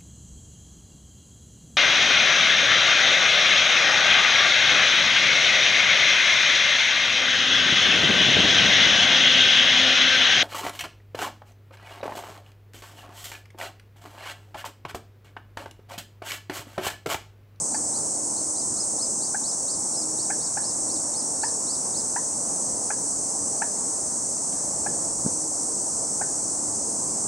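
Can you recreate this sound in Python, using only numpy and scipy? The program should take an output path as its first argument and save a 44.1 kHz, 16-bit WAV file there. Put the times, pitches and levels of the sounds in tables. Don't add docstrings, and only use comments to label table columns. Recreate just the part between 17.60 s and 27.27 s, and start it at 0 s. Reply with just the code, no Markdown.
import sys
import numpy as np
from scipy import signal
from scipy.fft import rfft, irfft, next_fast_len
from scipy.io import wavfile
from scipy.ndimage import uniform_filter1d

SR = 44100
rng = np.random.default_rng(int(sys.argv[2]) if len(sys.argv) > 2 else 0)


def inscribe(sig):
    pcm = np.round(np.clip(np.atleast_2d(sig).T, -1, 1) * 32767)
    wavfile.write(sys.argv[1], SR, pcm.astype(np.int16))


N = 426447

# [pitch_hz, relative_level_db (per Hz)]
CHORUS_SPECTRUM = [(2900, -46), (3600, -39.5), (4300, -25), (5200, -15.5), (5750, -10), (6200, -5),
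                   (7200, -4), (8000, 0.5), (8500, 0), (9300, -7), (10300, -16.5), (11200, -37.5),
                   (13200, -60), (15000, -33.5)]
# [pitch_hz, relative_level_db (per Hz)]
TRAFFIC_SPECTRUM = [(20, -33), (55, -12.5), (110, -5), (160, -4.5), (270, 0.5), (380, -4), (600, -3.5),
                    (850, -5), (1100, -10.5), (1500, -21), (2000, -27), (2800, -33), (5000, -42)]
# [time_s, pitch_hz, level_db]
DRONE_COURSE = [(0, 297, -47), (.4, 305, -44.5), (1.15, 306, -47), (2.1, 308, -64), (2.5, 313, -39),
                (2.9, 312, -57), (3.4, 310, -41.5), (3.8, 300, -54), (4.5, 291, -55), (5.3, 287, -49.5),
                (5.85, 291, -52), (6.6, 296, -54), (7.9, 309, -42.5), (8.3, 309, -50), (8.65, 298, -47),
                (9.05, 296, -44), (9.67, 298, -53)]
# [pitch_hz, coherence (0-1)]
EAR_LIKENESS = [(50, .95), (600, .94), (1250, .72), (1700, .85), (2200, .55), (2900, .45), (4000, .82),
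                (6000, .91), (7500, .82), (8300, .6), (8900, .32), (10000, .52), (11000, .75), (15000, .15)]
# [pitch_hz, lead_radians]
LEFT_LEAD = [(100, 0), (800, -.25), (1500, -.05), (5000, .1), (7000, -.08), (8400, -.35), (8800, -.9),
             (9200, -1.8), (10500, -2.7), (11500, -2.9)]
# [pitch_hz, left_minus_right_db]
SIDE_BALANCE = [(100, -1), (400, 1.5), (1100, 3.5), (1600, 0.8), (5500, 3.5), (7000, 0), (8000, 0),
                (8800, -3.5), (10500, 0.5), (15000, 0)]
# [pitch_hz, fall_s]
REED_FADE = [(500, 0.099), (1700, 0.28), (3000, 0.41), (5000, 0.1)]
# [start_s, end_s, pitch_hz, pulses_per_s, level_db (before placing)]
CRICKET_TRILLS = [(0, 1.8, 5320, 31, -54), (0, 1.9, 5600, 30, -56), (1.55, 4.55, 5590, 30, -44),
                  (2, 4.5, 5622, 27, -48), (4.45, 6.2, 5890, 29, -46), (4.5, 6.3, 6220, 30, -48),
                  (4.9, 8.9, 5465, 30, -56), (6.3, 9.15, 5700, 31, -48.5), (7.8, 9.5, 4810, 30, -58)]
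# [start_s, level_db]
REED_TICKS = [(5.62, -55), (6.925, -48)]
# [middle_s, pitch_hz, half_length_s, level_db (before placing)]
CAMERA_KNOCKS = [(7.651, 198, 0.0037, -25), (7.6646, 200, 0.0033, -15), (7.684, 230, .005, -32)]
# [start_s, length_s, climb_s, top_pitch_hz, level_db (before shaping and placing),
# ledge_swell_db, crest_swell_db]
SONG_NOTES = [(0.103, 0.08, .036, 4720, -51.5, -2, 8), (0.322, 0.073, 0.039, 4850, -43.5, 1, 3),
              (0.753, .062, 0.031, 4950, -47, 6, -6), (0.948, 0.08, .034, 5040, -44, 0, 7),
              (1.158, 0.086, 0.04, 5160, -43.5, 0, 9.5), (1.383, 0.083, 0.041, 5200, -42.5, 3, 10.5),
              (1.605, 0.078, .042, 5300, -41, 6, 2), (1.832, 0.093, 0.04, 5300, -39, 3, 3),
              (2.074, 0.081, 0.032, 5250, -39.5, 1, 1), (2.333, 0.11, 0.027, 5160, -44, 0, 6.5),
              (2.578, 0.082, .039, 5300, -41, 3, 1), (2.8, 0.078, .035, 5290, -40, -1, 5),
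              (3.024, .095, .03, 5270, -41, -2, 5.5), (3.288, 0.082, .032, 5280, -40, -2, 3),
              (3.535, 0.089, .035, 5230, -41.5, 0, 6), (3.808, 0.086, 0.038, 5260, -40.5, 3, 5),
              (4.066, 0.095, 0.046, 5260, -41.5, 7, 4), (4.337, 0.075, .038, 5220, -40, 2, 6)]
# [progress (0-1), pitch_share_of_top, level_db (stretched in the first notes)]
NOTE_ARCH = [(0, .66, -18), (.16, .77, -6), (.3, .845, -1), (.38, .872, -.5), (.46, .885, -.5),
             (.5, .965, -2), (.55, .995, 1), (.62, 1.0, 1.5), (.75, .96, .5), (.87, .83, -4), (1, .63, -18)]
# [start_s, push (0-1), length_s,
# level_db (before placing), second_harmonic_db (before swell and throat), third_harmonic_db, hiss_db,
# trailing_hoot_db, opening_catch_db, scatter_from_reeds_db]
MOORHEN_CLUCKS = [(0.1422, 0.12, 0.012, -26, -8.5, -20, -38, -25, -21, -8),
                  (1.7437, 0.16, 0.0098, -26, 2, -21, -35, -25, -12, -14),
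                  (2.7008, 0.1, 0.013, -25.5, -3, -14, -30, -25, -10, -8),
                  (2.9698, 0.08, 0.012, -25.5, -4, -20, -33, -22, -10, -8.5),
                  (3.8332, 0.86, 0.0078, -22, -2.5, -22, -27, -8, -12, -9),
                  (4.5597, 1, 0.0079, -23.5, -2.5, -24, -31, -5, -10, -10),
                  (5.3024, 0.14, 0.0098, -22.5, -2.5, -15, -26, -25, -11, -11),
                  (6.0178, 0.46, 0.0088, -21, 0, -14, -25, -9, -10, -11.5),
                  (7.2617, 0.1, .011, -24.3, -3.5, -19, -33, -24, -8, -8.5),
                  (8.6108, 0.03, .012, -24, -5, -21, -35, -26, -17, -8)]


def amp(db):
    return 10 ** (np.asarray(db) / 20)


def evened(x):
    return x / np.sqrt(np.mean(x ** 2) + 1e-20)


def read(points, hz):
    f, value = np.transpose(points)
    return np.interp(np.log(hz + 1), np.log(f + 1), value)


def add(mix, s, sound):
    part = mix[max(round(s * SR), 0):][:len(sound)]
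    part += sound[:len(part)]


def drift(rate, size):
    n = next_fast_len(max(size, SR))
    f = np.fft.rfftfreq(n, 1 / SR)
    smooth = rfft(rng.standard_normal(n)) * np.exp(-(f / rate) ** 2)
    return evened(irfft(smooth, n))[:size]


def tone(hz):
    return np.sin(2 * np.pi * np.cumsum(hz) / SR)


def band(x, low_hz, high_hz, order=2):
    return signal.lfilter(*signal.butter(order, [low_hz, high_hz], "bandpass", fs=SR), x)


def hiss(size, low_hz, high_hz, order):
    return evened(band(rng.standard_normal(size), low_hz, high_hz, order))


def placed(x, left_db):
    return x * amp([[left_db / 2], [-left_db / 2]])


def distant(spectrum, patchy_db):
    frames, hz = N // 512 + 5, np.fft.rfftfreq(2048, 1 / SR)
    a, b, c, d, patches = rng.standard_normal((5, frames, len(hz)))
    patches = uniform_filter1d(patches, size=8, axis=0)
    patches = evened(uniform_filter1d(patches, size=16, axis=1))
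    same = np.clip(read(EAR_LIKENESS, hz), 0, 1)
    left = a + 1j * b
    right = same * left + np.sqrt(1 - same ** 2) * (c + 1j * d)
    right = right * np.exp(-1j * read(LEFT_LEAD, hz))
    side = amp(read(SIDE_BALANCE, hz) / 2)
    z = np.array([left * side, right / side])
    z = z * amp(read(spectrum, hz) + patchy_db * patches)
    noise = signal.istft(z.swapaxes(1, 2), nperseg=2048, noverlap=1536)[1]
    return evened(noise[:, :N])


def reeds(x):
    size = SR // 2
    taps = rng.standard_normal((3, size)) * (rng.random((3, size)) < 2500 / SR)
    taps = (taps[:2] + 4.8 * taps[2]) * (np.arange(size) > .004 * SR)
    hz, t, z = signal.stft(taps, SR, nperseg=256)
    near_stems = 1 + 1.9 * np.exp(-t / 0.012)
    z = z * near_stems * amp(-60 * t / read(REED_FADE, hz)[:, None])
    tail = signal.istft(z, SR, nperseg=256)[1]
    tail = tail / np.linalg.norm(tail[0])
    return signal.oaconvolve(x[None], tail, axes=1)[:, :len(x)]


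def engine_drone(wander_hz=1.245, flicker_db=1.5):
    s, pitch_hz, level_db = np.transpose(DRONE_COURSE)
    t = np.arange(N) / SR
    hz = np.interp(t, s, pitch_hz) + wander_hz * drift(9.3, N)
    return amp(np.interp(t, s, level_db) + flicker_db * drift(7.5, N)) * tone(hz)


def traffic(start_db=-39.5, rise_db_per_s=0.1467, swell_db=0.5):
    rumble_hz, rumble_start_db, rumble_rise_db_per_s = 130, -2.5, 0.39
    t = np.arange(N) / SR
    level_db = start_db + rise_db_per_s * t + swell_db * drift(1.0, N)
    murmur = distant(TRAFFIC_SPECTRUM, patchy_db=1.11)
    rumble = signal.filtfilt(*signal.butter(2, rumble_hz, fs=SR), murmur)
    rumble_gain = amp(rumble_start_db + rumble_rise_db_per_s * t)
    return amp(level_db) * (murmur - rumble + rumble_gain * rumble) + engine_drone()


def chorus(level_db=-27, swell_db=0.078):
    return amp(level_db + swell_db * drift(4.7, N)) * distant(CHORUS_SPECTRUM, patchy_db=0.64)


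def crickets(wander_hz=20, pulse_depth=.5, sag_hz=12, direct_db=-1.5, echo_db=-4):
    out = np.zeros(N)
    for start, end, pitch_hz, strokes, level_db in CRICKET_TRILLS:
        size = int((end - start) * SR)
        stroke = 2 * np.pi * np.cumsum(strokes * (1 + 0.077 * drift(6, size))) / SR
        hz = pitch_hz + wander_hz * drift(30.8, size) + sag_hz * np.cos(stroke)
        throb = 1 + pulse_depth * np.sin(stroke)
        trill = amp(level_db) * evened(throb * tone(hz))
        add(out, start, trill * signal.windows.tukey(size, .25))
    return placed(out, left_db=1.5) * amp(direct_db) + amp(echo_db) * reeds(out)


def ticks(t60=.02, low_hz=1500, high_hz=4000, echo_db=-5):
    out, t = np.zeros(N), np.arange(SR // 20) / SR
    for s, level_db in REED_TICKS:
        add(out, s, amp(level_db - 60 * t / t60) * hiss(len(t), low_hz, high_hz, order=2))
    return out + amp(echo_db) * reeds(out)


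def knock_burst(t, hz, half_s):
    return np.exp(-np.abs(t / half_s) ** 1.7) * np.sin(2 * np.pi * hz * t)


def knocks(case_hz=460, case_db=-8, tap_hz=1350, tap_db=-20, rattle_db=-20, rattle_t60=.13):
    out, t = np.zeros(N), np.arange(-SR // 50, SR // 8) / SR
    for s, hz, half_s, level_db in CAMERA_KNOCKS:
        body = knock_burst(t, hz, half_s)
        case = amp(case_db) * knock_burst(t, case_hz, .0022)
        tap = amp(tap_db) * knock_burst(t, tap_hz, .0009)
        rattle = hiss(len(t), 170, 900, order=4) * amp(rattle_db - 60 * t / rattle_t60)
        rattle *= np.clip(t / .002, 0, 1)
        add(out, s + t[0], amp(level_db) * (body + case + tap + rattle))
    return placed(out, left_db=0.5)


def whistle(s, length, climb, top_hz, level_db, ledge_db, crest_db, waver=.005, flutter_db=1.7):
    fall_s = 0.022
    hesitant, warm_up_s = 2.4, 1.4
    at, pitch, loud_db = np.transpose(NOTE_ARCH)
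    t = np.arange(int(length * SR)) / SR
    progress = np.interp(t, [0, climb, length - fall_s, length], [0, .5, .75, 1])
    ledge = np.interp(progress, [.28, .38, .45, .49], [0, 1, 1, 0])
    crest = np.interp(progress, [.46, .52, .7, .8], [0, 1, 1, 0])
    hz = top_hz * np.interp(progress, at, pitch) * (1 + waver * drift(240, len(t)))
    stretch = np.interp(s, [0, warm_up_s], [hesitant, 1])
    arch_db = stretch * np.interp(progress, at, loud_db)
    flutter = flutter_db * drift(110, len(t))
    level = amp(level_db + arch_db + ledge_db * ledge + crest_db * crest + flutter)
    return level * signal.windows.tukey(len(t), .1) * tone(hz)


def songbird(direct_db=-.5, water_db=-13, echo_db=-4):
    soonest_s, latest_s = 0.001977, .005
    out = np.zeros(N)
    for s, *shape in SONG_NOTES:
        note = whistle(s, *shape)
        add(out, s, note)
        add(out, s + rng.uniform(soonest_s, latest_s), amp(water_db) * note)
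    return amp(direct_db) * placed(out, left_db=-2.5) + amp(echo_db) * reeds(out)


def cluck(lead_s, push, length, level_db, second_db, third_db, air_db, hoot_db, catch_db,
          hoot_t60=0.11, rasp_db=-14, rasp_hz=650, jitter=0.023, shimmer=0.16):
    t = np.arange(SR // 10) / SR - lead_s
    since = np.maximum(t, 0)

    start_hz, slide_s, gentle_hz, hard_hz = 662, 0.0057, 881, 1005
    end_hz = gentle_hz + push * (hard_hz - gentle_hz)
    hz = end_hz + (start_hz - end_hz) * np.exp(-since / slide_s)
    hz = hz * (1 + jitter * drift(310, len(t)))
    phase = 2 * np.pi * np.cumsum(hz) / SR

    attack_s, shut_steepness = 0.0032, 2.5
    opening = np.sin(np.pi / 2 * np.minimum(since / attack_s, 1)) ** 2

    def held(seconds):
        return opening * np.exp(-(since / seconds) ** shut_steepness)

    hoot = (opening - held(length)) * amp(hoot_db - 60 * np.maximum(t - length, 0) / hoot_t60)
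    catch_s, catch_second_db = .002, -5
    catch = amp(catch_db) * np.exp(-(t / catch_s) ** 2)
    second_lasts, swell_db_per_s, throat_db = 1.15, 400, 0.9
    swell_db = swell_db_per_s * np.minimum(t - length, 0)
    second = amp(throat_db + second_db + swell_db) * held(second_lasts * length)
    flash_at_s, flash_width_s = 0.0045, 0.004
    flash = opening * np.exp(-((t - flash_at_s) / flash_width_s) ** 2)
    harmonics = [held(length) + hoot + catch,
                 second + amp(catch_second_db) * catch,
                 amp(third_db) * flash]
    voice = np.zeros(len(t))
    for k, level in enumerate(harmonics, 1):
        voice += level * (1 + shimmer * drift(340, len(t))) * np.sin(k * phase)

    air_low_hz, air_high_hz, air_t60 = 1590, 2940, 0.14
    air = hiss(len(t), air_low_hz, air_high_hz, order=3)
    air *= amp(air_db - 60 * since / air_t60) * (opening + catch)
    rasp = amp(rasp_db) * (held(length) + catch) * drift(rasp_hz, len(t)) * np.sin(2 * phase)
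    return amp(level_db) * (voice + air + rasp)


def moorhen(scatter_low_hz=1150, scatter_high_hz=2050):
    lead_s = .005
    bank_echo_s, bank_echo_db = 0.018, -13
    out = np.zeros((2, N))
    for s, *shape, scatter_db in MOORHEN_CLUCKS:
        call = np.pad(cluck(lead_s, *shape), (0, SR // 2))
        scattered = band(call, scatter_low_hz, scatter_high_hz)
        heard = placed(call, left_db=2.0) + amp(scatter_db) * reeds(scattered)
        bank_echo = amp(scatter_db + bank_echo_db) * scattered
        for side, sound in zip(out, heard):
            add(side, s - lead_s, sound)
            add(side, s - lead_s + bank_echo_s, bank_echo)
    return out


def scene():
    return traffic() + chorus() + crickets() + ticks() + knocks() + songbird() + moorhen()


def record(dry, edge_hz=15800):
    low_pass = signal.firwin(511, edge_hz, window=("kaiser", 9), fs=SR)
    return signal.oaconvolve(dry, low_pass[None], "same")


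dry = scene()
out = record(dry)
inscribe(out)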